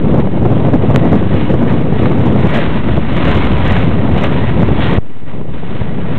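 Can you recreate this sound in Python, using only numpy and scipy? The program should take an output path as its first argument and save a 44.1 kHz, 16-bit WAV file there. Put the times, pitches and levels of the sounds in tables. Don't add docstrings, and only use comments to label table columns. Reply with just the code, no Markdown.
import sys
import numpy as np
from scipy import signal
from scipy.io import wavfile
from scipy.ndimage import uniform_filter1d

SR = 44100
rng = np.random.default_rng(int(sys.argv[2]) if len(sys.argv) > 2 else 0)


def bounce(signal):
    frames = np.transpose(np.atleast_2d(signal))
    limited = np.clip(frames, -1, 1)
    pcm = np.round(limited * 32767).astype(np.int16)
    wavfile.write(sys.argv[1], SR, pcm)


N = 272538

# (time [s], push level [dB], pitch [Hz])
HEAD_ON_GUSTS = [(0.126, -5, 420), (0.274, -12, 400), (0.505, -2.5, 300), (0.736, 3, 297), (0.76, 0, 260),
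                 (.948, -2, 260), (1.349, -2, 238), (1.998, -3, 280), (2.978, -8, 151), (4.599, -7, 200),
                 (4.629, -12, 298), (4.687, -1.5, 241), (4.9855, 27, 206), (5.352, -2, 240),
                 (5.457, -11, 346), (5.635, -4, 300), (5.818, 4.5, 180)]


def from_db(db):
    return 10 ** (np.asarray(db) / 20)


def unit_power(x):
    return x / np.sqrt(np.mean(x ** 2) + 1e-20)


def seconds():
    return np.arange(N) / SR


def fader(points):
    return from_db(np.interp(seconds(), *np.transpose(points)))


def drift(rate):
    pole = np.exp(-20 * np.pi * rate / SR)
    slow = signal.lfilter([1], [1, -2 * pole, pole * pole], rng.standard_normal(N // 10 + 4002))[4000:]
    return np.interp(np.arange(N) / 10, np.arange(len(slow)), unit_power(slow))


def steady(x, span_s=0.06):
    power = uniform_filter1d(uniform_filter1d(x * x, int(span_s * SR)), int(span_s * SR / 2))
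    return x / np.sqrt(np.maximum(power, 1e-20))


def coloured(sources, colour):
    edges = np.geomspace(22, 4800, 21)
    hz, db = np.transpose(colour)
    out = np.zeros(N)
    for k, (low, high) in enumerate(zip(edges, edges[1:])):
        band = signal.sosfilt(signal.butter(2, [low, high], "band", fs=SR, output="sos"), sources[k % 2])
        out += band * from_db(np.interp(np.log(low * high) / 2, np.log(hz), db))
    return unit_power(out)


def resonate(x, hz, width):
    pole = np.exp(-np.pi * width / SR)
    feedback = [1, -2 * pole * np.cos(2 * np.pi * hz / SR), pole * pole]
    return signal.lfilter(np.array([1, 0, -1]) * (1 - pole * pole) / 2, feedback, x)


def edge_bite(uneven_db=1.3, attack_share=0.62):
    # (time [s], relative level [dB])
    glide = [(0, -37.5), (.8, -34.5), (1.3, -33.5), (1.85, -36.5), (2.4, -27.5), (3.1, -29), (3.55, -26),
             (4.02, -31.5), (4.4, -28.5), (5.2, -29), (6.18, -31)]
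    # (time of the hardest bite [s], relative level [dB], release [s])
    scrapes = [(.97, -34.5, .06), (1.12, -34, 0.12), (1.38, -30, .12), (1.70, -32.5, .1), (1.99, -30, 0.1),
               (2.548, -23, 0.062), (2.73, -32, 0.018), (3.28, -21.5, 0.14), (3.72, -22.5, 0.1),
               (4.23, -26.5, 0.14), (4.86, -24.5, 0.1), (5.30, -25.5, 0.057), (5.56, -27.5, .05),
               (5.73, -27.5, 0.13)]
    power = (fader(glide) * from_db(uneven_db * drift(8.4))) ** 2
    for time, db, release in scrapes:
        age = seconds() - time
        width = np.where(age < 0, attack_share * release, release)
        power += from_db(db) ** 2 * np.exp(-(age / width) ** 2)
    return np.sqrt(power)


def skis(bite_db=3.0, grain_db=3.0, grains_per_s=2000, powder=0.62, flex_db=4.4, judder_db=1.0):
    # (frequency [Hz], relative level [dB])
    snow_colour = [(25, -24), (250, 0.5), (500, 6), (900, 3.5), (1300, 3), (1700, -1), (2150, 0),
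                   (2550, -3), (3300, -8.5), (4000, -9)]
    # (frequency [Hz], width [Hz], level [dB])
    ski_modes = [(585, 40, -3), (977, 60, -3), (1908, 60, -2.5), (2210, 89, -8.5), (2940, 140, -7),
                 (3260, 280, -12.5)]
    # (time [s], level [dB], decay [s])
    knocks = [(0.198, -25, 0.0096), (.577, -30, 0.0043), (.597, -31, 0.0065), (.944, -23, 0.0045),
              (1.694, -28, 0.012), (1.934, -30, 0.0041), (2.057, -10, 0.0021), (2.545, -21.5, 0.013),
              (3.177, -14.5, 0.0033), (4.18, -23, 0.0041), (4.237, -13.5, 0.0079), (4.250, -21, 0.0034),
              (5.277, -23, 0.028)]
    grains = from_db(grain_db * np.minimum(rng.exponential(1, (2, N)), 5)) * rng.choice([-1, 1], (2, N))
    crust = unit_power(grains * (rng.random((2, N)) < grains_per_s / SR))
    snow = coloured(crust + powder * rng.standard_normal((2, N)), snow_colour)
    ring = sum(from_db(db + flex_db * drift(6.4)) * resonate(snow, hz, width)
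               for hz, width, db in ski_modes)
    bite = from_db(bite_db) * edge_bite()
    for time, db, decay in knocks:
        age = seconds() - time
        bite += from_db(db) * (age > 0) * np.exp(-np.abs(age) / decay)
    judder = from_db(judder_db * drift(49))
    return bite * steady((snow + ring) * judder)


def ice_rasps():
    # (time [s], level [dB], half-length [s], frequency [Hz], width [Hz])
    catches = [(1.696, -27.5, 0.025, 1880, 160), (2.576, -18.5, 0.047, 570, 90),
               (4.238, -24.5, 0.019, 2140, 300), (4.836, -26.5, 0.037, 3200, 800)]
    friction = rng.standard_normal(N)
    out = np.zeros(N)
    for time, db, half_length, hz, width in catches:
        swell = np.exp(-((seconds() - time) / half_length) ** 2)
        out += from_db(db) * swell * steady(resonate(friction, hz, width))
    return out


def wind(buffet_db=-12.5, rumble_db=-11.0, flutter_db=-23.0, shed_db=-13, shed_s=0.0035):
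    # (frequency [Hz], relative level [dB])
    rumble_colour = [(25, -12), (45, -2.5), (75, 0), (120, -5), (250, -23), (4000, -79.5)]
    buffet_colour = [(25, -26), (50, -17.5), (90, -3), (145, 0.5), (250, -4), (350, -10.5), (500, -21.5),
                     (900, -42), (4000, -63.5)]
    flutter_colour = [(25, -42), (200, -12.5), (350, 1.5), (500, 2.5), (700, -2.5), (1000, -10.5),
                      (1500, -24), (2500, -38.5), (4000, -34)]
    # (time [s], relative level [dB])
    airflow = [(0.0, -3.5), (0.15, 3.5), (0.3, -5), (0.39, 0.5), (1.17, 2.5), (1.26, -4.5), (1.35, 1.5),
               (1.41, -3.5), (1.53, 2), (1.89, -3.0), (2.07, 2.0), (2.55, -1), (2.82, -5.5), (2.91, -1),
               (3.11, -5), (3.26, -1), (4.04, 0), (4.49, -3), (4.61, 1.5), (4.79, -2.5), (4.97, 1.5),
               (5.24, -2.5), (5.33, 1), (6.17, -3.5)]
    # (time [s], relative level [dB])
    rumble_swells = [(0, -12), (1.0, -15.5), (1.8, -17.5), (2.3, -15.5), (2.8, -4.5), (3.3, -5),
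                     (3.7, -1.5), (4.2, -9), (4.7, -4), (5.1, -10), (5.6, -6.5), (6.18, -16)]
    lumps = drift(15.2)
    surge = from_db(1.5 * lumps)
    buffet = steady(coloured(rng.standard_normal((2, N)), buffet_colour) * surge)
    rumble = steady(coloured(rng.standard_normal((2, N)), rumble_colour), span_s=0.27)
    small_eddies = coloured(rng.standard_normal((2, N)), flutter_colour)
    flutter = steady(small_eddies * from_db(3.0 * lumps + 2.5 * drift(130)))
    flow, turn = fader(airflow), fader(rumble_swells)
    pressure = flow ** 0.99 * (from_db(buffet_db) / turn ** 0.09 * buffet
                               + from_db(rumble_db) * turn * rumble)
    tearing = flow ** 1.32 * from_db(flutter_db) / turn ** 0.1
    shed = sum(from_db(min(db, 0) + shed_db) * np.exp(-((seconds() - time) / shed_s) ** 2)
               for time, db, _ in HEAD_ON_GUSTS)
    return surge * pressure + (surge * tearing + shed) * flutter


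def gusts(suction=0.38, lead_rad=2.1):
    out = np.zeros(N)
    for time, db, hz in HEAD_ON_GUSTS:
        phase = np.pi * hz * (seconds() - time)
        out += from_db(db) * (np.exp(-phase ** 2) - suction * np.exp(-(phase + lead_rad) ** 2 / 2))
    return out


def scene():
    return (wind() + gusts() + skis() + ice_rasps())[None]


def overflow_snap(trough=0.85):
    # (time [s], level before the band limit [dB], width [s])
    snaps = [(0.9604, 4, 0.000112)]
    out = np.zeros(N)
    for time, db, width in snaps:
        phase = (seconds() - time) / width
        needle = (1 + trough) * np.exp(-phase ** 2 / 2)
        out += from_db(db) * (needle - trough * np.exp(-(phase / 10) ** 2))
    return out


def gain_control(x, threshold_db=5, recovery_db_per_s=17):
    excess = np.maximum(20 * np.log10(np.abs(x) + 1e-9) - threshold_db, 0)
    recovered = recovery_db_per_s * seconds()
    return x * from_db(recovered - np.maximum.accumulate(excess + recovered, axis=-1))


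def record(dry, offset=-0.27, rail=0.71, hardness=26.5, headroom=1.003, band_hz=3900, top_hz=15800):
    biased = gain_control(dry) + offset
    saturated = biased / (1 + np.abs(biased / (headroom * rail)) ** hardness) ** (1 / hardness)
    narrow = signal.sosfilt(signal.butter(18, band_hz, fs=SR, output="sos"), saturated + overflow_snap())
    clipped = np.clip(narrow, -rail, rail)
    return signal.sosfilt(signal.butter(12, top_hz, fs=SR, output="sos"), clipped)


dry = scene()
out = record(dry)
bounce(out)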